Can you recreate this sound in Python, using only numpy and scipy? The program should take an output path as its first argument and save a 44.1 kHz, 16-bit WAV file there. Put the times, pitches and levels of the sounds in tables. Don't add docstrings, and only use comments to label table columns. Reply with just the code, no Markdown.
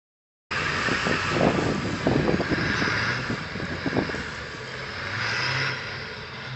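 import sys
import numpy as np
from scipy import signal
from scipy.fft import rfft, irfft, next_fast_len
from scipy.io import wavfile
from scipy.ndimage import uniform_filter1d, map_coordinates

SR = 44100
rng = np.random.default_rng(int(sys.argv[2]) if len(sys.argv) > 2 else 0)


def master_out(mix):
    frames = np.transpose(np.atleast_2d(mix))
    ceiling = np.clip(frames, -1, 1)
    pcm = np.round(ceiling * 32767).astype(np.int16)
    wavfile.write(sys.argv[1], SR, pcm)


def boost_factor(decibels):
    exponent = np.asarray(decibels, float) / 20
    return 10 ** exponent


N = 288855
TIME = np.arange(N) / SR
MID_LOAD_DB = -32


def unit(x):
    return x / np.sqrt(np.mean(x ** 2) + 1e-20)


def along(points, hz):
    f, v = np.transpose(points)
    return np.interp(np.log(hz + 1), np.log(f + 1), v)


def curves(rows):
    s, *cols = np.transpose(rows)
    return [np.interp(TIME, s, c) for c in cols]


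def wobble(rate):
    knots = rng.standard_normal(int(N * rate / SR) + 4)
    return map_coordinates(knots, [np.arange(N) * rate / SR])


def filtered(x, response):
    m = next_fast_len(N + 8192)
    return irfft(rfft(x, m) * response(np.fft.rfftfreq(m, 1 / SR)), m)[:N]


def noise(spectrum):
    return unit(filtered(rng.standard_normal(N), lambda hz: boost_factor(along(spectrum, hz))))


def resonant(x, modes):
    def response(f):
        total = 0
        for k, (centre, width, db) in enumerate(modes):
            damping = 1j * f * width
            total = total + (-1) ** k * boost_factor(db) * damping / (centre * centre - f * f + damping)
        return total
    return unit(filtered(x, response))


def smooth_field(shape, tall, long):
    field = uniform_filter1d(rng.standard_normal(shape), size=tall, axis=0)
    return unit(uniform_filter1d(field, size=long, axis=1))


def patchy(x, patchy_db, streak_db):
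    z = signal.stft(x, nperseg=1024)[2]
    gain_db = patchy_db * smooth_field(z.shape, tall=10, long=5)
    gain_db = gain_db + streak_db * smooth_field(z.shape, tall=2, long=24)
    return unit(signal.istft(z * boost_factor(gain_db), nperseg=1024)[1][:N])


def even(x, span=0.0079):
    power = np.abs(uniform_filter1d(x ** 2, int(span * SR)))
    return unit(x / np.sqrt(power + 0.07))


# (time [s], level [dB])
LOAD = [(.53, -28.5), (.8, -27.5), (1.38, -28.5), (1.8, -36.5), (2.46, -32.5), (2.76, -27), (3.13, -27.5),
        (3.2, -33), (3.56, -37.5), (4.09, -33), (4.55, -39.5), (5.05, -34), (5.28, -27.5), (5.66, -26.5),
        (5.75, -33.5), (6.3, -40.5), (6.46, -37.5), (6.55, -40.5)]
# (time [s], side [0 grille, 1 flank, 2 tail])
TURN = [(.5, 0.6), (1.15, 0.39), (1.5, 0.55), (1.9, 0.8), (2.4, 1), (2.7, 1.2), (2.95, 1.3), (3.2, 1.5),
        (3.35, 1.18), (5.12, 1.12), (5.3, 2.08), (6.55, 1.79)]


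def law(base_db, per_load_db, per_turn_db):
    return base_db + per_load_db * (curves(LOAD)[0] - MID_LOAD_DB) + per_turn_db * curves(TURN)[0]


# (frequency [Hz], density [dB per Hz])
RUMBLE = [(20, -43.5), (45, -4.5), (80, -2.5), (130, 3.5), (165, -4.5), (220, -3), (290, -14), (400, -53)]


def rumble():
    away_db_per_s = 0.17
    return boost_factor(law(-41.5, 0.22, -0.3) - away_db_per_s * TIME + 1.0) * noise(RUMBLE)


# (frequency [Hz], width [Hz], level [dB])
DRONES = [(220.5, 14, -5), (435, 12, 1), (500, 12, -1), (560, 14, -3), (629, 14, -5)]


def drones():
    level_db, swing_db = -53, 4
    out = np.zeros(N)
    for mode in DRONES:
        swell = boost_factor(level_db + mode[2] + swing_db * wobble(2.993))
        out += swell * resonant(rng.standard_normal(N), [mode])
    return out


# (time [s], frequency [Hz], level [dB])
IDLER = [(.5, 132.3, -48), (4.58, 124, -62.5), (4.66, 126.8, -39.5), (4.86, 133.1, -40), (4.93, 132.6, -53),
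         (5.3, 129.7, -62), (5.75, 132.3, -62), (5.95, 131.9, -39.5), (6.2, 133, -52), (6.4, 125.5, -42),
         (6.55, 129, -31.5)]


def idling_engine():
    hz, db = curves(IDLER)
    phase = 2 * np.pi * np.cumsum(hz * (1 + 0.009 * wobble(7.5))) / SR
    return boost_factor(db - 2.0 + 1.9 * wobble(9.7)) * np.sin(phase)


# (frequency [Hz], density [dB per Hz])
CRUNCH = [(250, -21), (340, 0), (450, -1), (540, -1.5), (700, -8), (830, -5.5), (1000, 0.5), (1400, -40)]


def tyres():
    return boost_factor(law(-40.5, 0.81, -0.42)) * patchy(noise(CRUNCH), patchy_db=0.6, streak_db=1.7)


# (time [s], level [dB])
GUSTS = [(0.551, -43), (.85, -34), (1.2, -43.5), (1.3, -34.5), (1.4, -28), (1.7, -29.5), (1.95, -33),
         (2.03, -32.5), (2.1, -24.5), (2.4, -31), (2.44, -39.5), (2.65, -31), (3.15, -42), (3.5, -43),
         (3.82, -43.5), (4, -34), (4.3, -42.5), (4.75, -78)]
# (centre [s], level [dB], length [s], sharpness [dB])
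PUFFS = [(.888, -15.5, 0.0044, -11), (.925, -23.5, .03, -12.5), (1.075, -21.5, 0.043, -9),
         (1.135, -24.5, 0.065, -8), (1.368, -22.5, 0.039, 1), (1.412, -23, 0.018, 0.5),
         (1.325, -26, 0.033, -5), (1.62, -27.5, 0.039, 3), (1.69, -24, 0.017, -6), (1.76, -24, 0.022, -11),
         (1.782, -24, .012, -9.5), (1.86, -22.5, 0.035, -9), (1.905, -23.5, 0.038, -6.5),
         (1.94, -22, 0.021, -16), (2.012, -26, 0.0078, -0.5), (2.16, -19.5, 0.016, -8),
         (2.24, -25, 0.031, -14.5), (2.67, -26, 0.018, -5), (1.465, -21, 0.11, 2.5), (1.55, -22.5, 0.02, 0),
         (1.59, -24.5, .016, 6), (1.665, -21.5, 0.03, -3.5), (1.712, -22.5, 0.03, -9),
         (2.078, -17.5, .022, 0.5), (2.135, -23, 0.044, -1.5), (2.198, -23, 0.02, 1),
         (2.283, -20.5, 0.045, 0), (2.34, -18, 0.026, -6.5), (2.408, -22, 0.028, 2),
         (2.525, -17, 0.043, -9.5), (2.62, -22.5, 0.062, -13.5), (2.824, -22.5, 0.03, -5),
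         (3.03, -27, .016, -14), (3.105, -30, .04, -10.5), (3.205, -30, 0.036, -12),
         (3.33, -22, 0.018, -19), (3.418, -27, 0.018, -16), (3.58, -29, .02, -20),
         (3.75, -27.5, .015, -9.5), (4.026, -26, 0.0091, -4), (4.205, -27, 0.017, -15),
         (3.308, -17.5, 0.022, -15), (3.345, -17.5, 0.02, -22.5), (3.558, -21, 0.013, -19.5),
         (3.635, -22, 0.035, -20), (3.725, -25, 0.04, -20.5), (3.872, -17.5, 0.027, -12),
         (3.985, -20, 0.085, -7), (4.097, -25, 0.014, 3.5), (4.55, -28, 0.012, -25.5)]


def eddies():
    rate, over_wind_db, length_s = 55, -1, 0.009
    sharp_db, scatter_db = -8.5, 1.5
    s, strength_db = np.transpose(GUSTS)
    count = int(rate * (s[-1] - s[0]))
    chance = rng.standard_normal((count, 4))
    when = s[0] + (np.arange(count) + .5 + 0.33 * chance[:, 0]) / rate
    level_db = np.interp(when, s, strength_db) + over_wind_db + scatter_db * chance[:, 1]
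    lengths = length_s * np.exp(.5 * chance[:, 2])
    return PUFFS + list(zip(when, level_db, lengths, sharp_db + scatter_db * chance[:, 3]))


# (frequency [Hz], density [dB per Hz])
FLUTTER = [(30, -24), (60, -6.5), (150, 10.5), (300, 4), (450, -7.5), (800, -15.5), (1500, -68.5)]
SHARP = [(150, -22), (350, 2.5), (520, -2.5), (800, -9.5), (1100, -19), (1500, -26.5), (2500, -47)]
THUD = [(20, -33), (40, -9.5), (70, 2), (110, -8.5), (150, 4), (300, -52.5)]


def wind():
    flutter_db, = curves(GUSTS)
    thud_db = -42 + 0.3 * (flutter_db - MID_LOAD_DB) + 3 * wobble(7.4)
    calm = np.clip((GUSTS[-1][0] - TIME) / 0.34, 0, 1)
    dull, sharp = np.zeros(N), np.zeros(N)
    t = np.arange(-4000, 4000) / SR
    for s, db, length, sharp_db in eddies():
        bump = boost_factor(db) * np.exp(-(t / (0.48 * length)) ** 2)
        start = round(s * SR) - 4000
        dull[start:][:len(t)] += bump
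        sharp[start:][:len(t)] += bump * boost_factor(sharp_db)
    torn = boost_factor(2 * wobble(170))
    dull, sharp = dull * torn, sharp * torn ** 0.79
    lumps_db = 2.2 * wobble(55)
    bed = boost_factor(flutter_db - 2.5 + lumps_db) * even(noise(FLUTTER))
    bed = bed + boost_factor(thud_db + 1.0) * even(noise(THUD), span=0.031)
    return calm * bed + boost_factor(-5.5) * dull * even(noise(FLUTTER)) + boost_factor(-4.5) * sharp * even(noise(SHARP))


# (time [s], peak [dB], frequency [Hz])
SNAPS = [(0.886, -12.5, 330), (0.93, -20, 530), (1.068, -14, 550), (1.083, -20, 200), (1.112, -13.5, 330),
         (1.365, -11.5, 498), (1.41, -11.5, 450), (1.432, -5, 483), (1.469, -2, 300), (1.7, -15, 296),
         (1.579, -16.5, 347), (2.069, -6, 455), (2.1135, -12.5, 550), (2.159, -13.5, 450),
         (2.084, -15, 300), (1.689, -18, 500), (3.93, -19, 350), (3.862, -18.5, 370), (2.197, -25, 290),
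         (2.279, -13.5, 797), (2.283, -15, 248), (2.293, -12, 330), (2.337, -16.5, 240), (2.343, -9.5, 297),
         (2.397, -16, 280), (2.415, -18.5, 570), (2.7, -19.5, 280), (1.723, -16.5, 330),
         (1.588, -15.5, 440), (3.3, -20, 150), (3.984, -14, 250), (2.323, -16, 454), (2.313, -16.5, 310),
         (.916, -15.5, 270), (.955, -23.5, 280), (1.096, -18.5, 480), (1.152, -21.5, 300), (.619, -24, 220),
         (1.475, -12.5, 603), (1.45, -7.5, 503), (1.488, -11.5, 510), (2.535, -13, 310), (2.821, -19, 470),
         (2.878, -15.5, 290), (3.345, -24, 220), (3.877, -19.5, 550), (3.6, -18.5, 380),
         (3.968, -11.5, 550), (3.989, -11.5, 570), (4.157, -24, 450), (4.145, -21.5, 400)]


def snaps():
    out, t = np.zeros(N), np.arange(-300, 300) / SR
    for s, db, hz in SNAPS:
        swing = np.exp(-(2.5 * hz * t) ** 2) * np.cos(2 * np.pi * hz * t + .8)
        out[round((s + .0015) * SR) - 300:][:len(t)] += boost_factor(db + 2) * swing
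    return out


# (time [s], peak [dB], frequency [Hz])
ICE = [(1.5003, -29.5, 7300), (1.748, -25.5, 6700), (1.9093, -30, 6900), (1.919, -32, 7200),
       (1.6925, -37, 6500), (1.784, -38, 6200), (3.6534, -31, 7150), (3.7524, -38.5, 7430),
       (3.8699, -35, 6570), (4.151, -29, 6950), (4.1781, -38.5, 6370), (4.2175, -39, 6250),
       (4.3502, -29, 7550), (4.5219, -36.5, 6000), (4.5946, -40, 7500), (4.6416, -34.5, 6770),
       (4.6768, -33.5, 7140), (4.721, -35, 5940), (5.3131, -27.5, 6550)]


def ice():
    ring_s = .0004
    out, t = np.zeros(N), np.arange(200) / SR
    for s, db, hz in ICE:
        tick = np.exp(-t / ring_s) * np.sin(2 * np.pi * hz * t)
        out[round((s + .0005) * SR):][:len(t)] += boost_factor(db) * tick
    return filtered(out, lambda hz: boost_factor(along([(1500, -25.0), (4500, 1), (7500, -0.5)], hz)))


# (time [s], level [dB])
BELT = [(.5, -40), (.8, -37), (1.4, -38.5), (1.8, -39), (2.05, -40), (2.3, -47), (3.1, -50), (3.35, -43),
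        (3.55, -50), (4.05, -50), (4.2, -43.5), (4.45, -45), (4.7, -48), (5.1, -49), (5.6, -56),
        (6.55, -60)]


def pulley():
    start_hz, sag_hz_per_s, width_hz, drift = 1190, 10, 20, .004
    breath = noise([(1, 0), (width_hz / 2, -3), (width_hz * 2, -30)])
    hz = (start_hz - sag_hz_per_s * TIME) * (1 + drift * wobble(5))
    tone = unit(breath * np.sin(2 * np.pi * np.cumsum(hz) / SR))
    return boost_factor(curves(BELT)[0] + 1.5 * wobble(11)) * tone


# (centre [s], frequency [Hz], level [dB])
PANEL = [
    (.58, 1590, -27),
    (0.664, 1627, -25),
    (.697, 1840, -29),
    (.782, 1820, -24.5),
    (0.869, 1790, -24),
    (.955, 1830, -29),
    (1.035, 1830, -30),
    (1.126, 1820, -27),
    (1.215, 1800, -37),
]


def panel():
    ring_s = 0.019
    out = np.zeros(N)
    for s, hz, db in PANEL:
        out += boost_factor(db) * np.exp(-((TIME - s) / (.5 * ring_s)) ** 2) * np.sin(2 * np.pi * hz * TIME)
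    return boost_factor(2.5 * wobble(120)) * out


# (centre [s], length [s], start [Hz], end [Hz], level [dB])
BLIPS = [
    (2.415, 0.027, 4720, 4760, -40),
    (2.54, .02, 4950, 5150, -41),
    (2.61, 0.055, 5100, 5070, -46),
    (2.72, 0.046, 4950, 5070, -44),
    (2.77, .03, 4760, 4920, -41),
    (2.82, 0.067, 5050, 5040, -44),
    (2.89, .03, 5120, 5230, -50),
    (3.0, 0.056, 4790, 4950, -36),
    (3.04, .05, 4770, 4990, -48),
    (3.085, 0.036, 5030, 5300, -39),
]


def whistles():
    out = np.zeros(N)
    for s, length, start_hz, end_hz, db in BLIPS:
        t = TIME - s
        phase = np.pi * t * (start_hz + end_hz + (end_hz - start_hz) * t / length)
        out += boost_factor(db) * np.exp(-(t / (.5 * length)) ** 2) * np.sin(phase)
    return boost_factor(3 * wobble(90)) * out


CYLINDERS = [-5, -8, -6, -9, -4, -8, -7, -10]


def bursts(firings, steady, scatter_db):
    count = firings.astype(int)
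    scatter = scatter_db * rng.standard_normal(count[-1] + 1)
    size = boost_factor(np.array(CYLINDERS)[count % len(CYLINDERS)] + scatter[count])
    return rng.standard_normal(N) * (steady + size * np.exp(-3.5 * (firings - count)))


# (frequency [Hz], density [dB per Hz])
INTAKE = [(3240, -32), (5500, -8.5), (5940, -3), (6800, -12), (7710, -20), (10000, -39), (17000, -120)]


def intake():
    hiss = noise([(4500, -49.0)] + INTAKE[1:])
    return boost_factor(law(-57, 1.15, .3)) * patchy(hiss, patchy_db=3.5, streak_db=4.5)


# (frequency [Hz], width [Hz], level [dB])
TURBO = [(4898, 375, 2), (5030, 218, 5.5), (5148, 68, 5.5), (5410, 240, -3.5)]
SPOOLED = [(4950, 300, 0.5), (5154, 240, 6.5), (5337, 180, 5), (5510, 280, -4)]


def turbo(firings, rate):
    level_db = law(-48.5, 0.97, 2.9) + 2.5 * np.log2(rate / 90)
    spin = bursts(firings, steady=.8, scatter_db=2.5)
    spool = np.clip((rate - 100) / (128 - 100), 0, 1)
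    sound = np.sqrt(1 - spool) * resonant(spin, TURBO) + np.sqrt(spool) * resonant(spin, SPOOLED)
    return boost_factor(level_db) * patchy(sound, patchy_db=1.3, streak_db=3.0)


# (frequency [Hz], width [Hz], level [dB])
VALVES = [(3110, 286, -1.7), (3510, 300, 1), (3960, 500, 0), (4760, 250, -0.26)]


def rattle(firings):
    sound = resonant(bursts(firings, steady=0.97, scatter_db=3.5), VALVES)
    return boost_factor(law(-44, 0.61, 1)) * patchy(sound, patchy_db=1.0, streak_db=3.0)


# (frequency [Hz], width [Hz], level [dB])
GRILLE = [(1010, 370, -2), (1170, 120, 4.5), (1320, 78, 13), (1548, 77, 11), (1830, 140, 0.5),
          (2260, 350, -5), (2693, 226, 6.5)]
FLANK = [(994, 70, -12.5), (1157, 95, -4), (1503, 246, -2), (1643, 79, 4.5), (1792, 160, -2.5),
         (2248, 403, -5.5), (2880, 290, -13.5)]
TAIL = [(978, 37, 1), (1130, 610, -7), (1438, 66, 5.5), (1585, 77, 3.5), (1990, 235, 2), (2650, 303, -4)]


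def knock(firings):
    turn = np.clip(curves(TURN)[0], 0, 2)
    blows = bursts(firings, steady=1.0, scatter_db=-1.0)
    sound = np.zeros(N)
    for k, side in enumerate([GRILLE, FLANK, TAIL]):
        share = np.sqrt(np.clip(1 - np.abs(turn - k), 0, 1))
        sound += share * resonant(blows, side)
    return boost_factor(curves(LOAD)[0]) * patchy(sound, patchy_db=0.67, streak_db=1.26)


# (multiple of the firing rate, level [dB])
EXHAUST = [(0.748, -13), (1, -1.5), (2, -17), (2.6, -23.5), (3, -25)]


def exhaust(firings, tone_db):
    pipe = np.zeros(N)
    for k, db in EXHAUST:
        pipe += boost_factor(db + 0.83 * wobble(5.4)) * np.sin(2 * np.pi * k * firings)
    return boost_factor(tone_db + 3.5) * pipe


# (time [s], rate [firings per s], level [dB])
TRUCK = [(.5, 86, -44), (1.35, 94, -38), (1.8, 96, -62), (2.4, 88, -42), (2.7, 91, -44.5), (2.95, 109, -33),
         (3.2, 128, -37.5), (3.5, 89, -48.5), (4.1, 86, -39), (4.6, 67, -60), (5.03, 92, -41),
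         (5.2, 108, -37), (5.41, 123, -37), (5.58, 134, -28.5), (5.72, 133, -35.5), (5.79, 120, -46),
         (5.95, 95, -44), (6.55, 78, -61)]
# (frequency [Hz], gain [dB])
GROUND = [(400, 0), (620, -1), (740, -7), (860, -5), (960, 0), (5200, 0), (6300, -7), (8000, -11)]


def truck():
    rate, tone_db = curves(TRUCK)
    firings = np.cumsum(rate * (1 + .003 * wobble(17))) / SR
    shake = boost_factor(0.096 * wobble(11))
    body = filtered(knock(firings) + rattle(firings), lambda hz: boost_factor(along(GROUND, hz)))
    return shake * (body + turbo(firings, rate) + intake()) + exhaust(firings, tone_db)


def scene():
    street = rumble() + drones() + idling_engine() + tyres()
    air = wind() + snaps() + ice()
    return (street + air + pulley() + panel() + whistles() + truck())[None]


# (frequency [Hz], share of the time lost)
DROPOUT = [(7900, .1), (8300, .45), (8800, .3), (9100, .04), (12000, .05), (13200, .15), (14500, .5),
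           (15700, .75)]


def dropouts(x):
    hz, _, z = signal.stft(x, SR, nperseg=1024)
    field = smooth_field(z.shape, tall=12, long=4)
    kept = 1 / (1 + np.exp(-1.7 * field)) > along(DROPOUT, hz)[:, None]
    return signal.istft(z * kept, SR, nperseg=1024)[1][:N]


def top_cut(x):
    return signal.sosfilt(signal.butter(12, 15720, fs=SR, output="sos"), x)


# (frequency [Hz], level [dB])
ABOVE = [(7900, -28), (8700, -37.5), (9000, -37), (10500, -29.5), (11800, -29.5), (11950, -50),
         (12400, -50.5), (13000, -46), (15700, -50.5)]
# (time [s], level [dB])
OVERLOADS = [
    (1.4705, -33),
    (1.5525, -38),
    (1.4265, -44),
    (1.9095, -43),
    (3.9895, -45),
]


def record(dry):
    top_hz, shift_hz, start_s = 7900, 4000, 0.5064
    x = dry[0] / (1 + np.abs(dry[0] / .33) ** 5) ** (1 / 5)
    upper = filtered(x, lambda hz: (hz > top_hz - shift_hz) & (hz < top_hz))
    x = filtered(x, lambda hz: (hz < top_hz) * hz ** 2 / (hz ** 2 + 36 ** 2))
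    treble = np.zeros(N)
    for k in (1, 2):
        edge = top_hz + (k - 1) * shift_hz
        moved = 2 * upper * np.cos(2 * np.pi * k * shift_hz * TIME)
        treble = treble + filtered(moved, lambda hz: (hz > edge) * boost_factor(along(ABOVE, hz)))
    cracks = np.zeros(N)
    for s, db in OVERLOADS:
        cracks[round(s * SR)] += boost_factor(db)
    cracks = filtered(cracks, lambda hz: (hz > top_hz) * (top_hz / (hz + 1)) ** 4)
    x = x + dropouts(treble)
    x = x / (1 + np.abs(x / .325) ** 16) ** (1 / 16)
    fade_in = np.clip((TIME - start_s) / .007, 0, 1)
    mix = ((x + cracks) * fade_in)[None]
    return top_cut(mix)


dry = scene()
out = record(dry)
master_out(out)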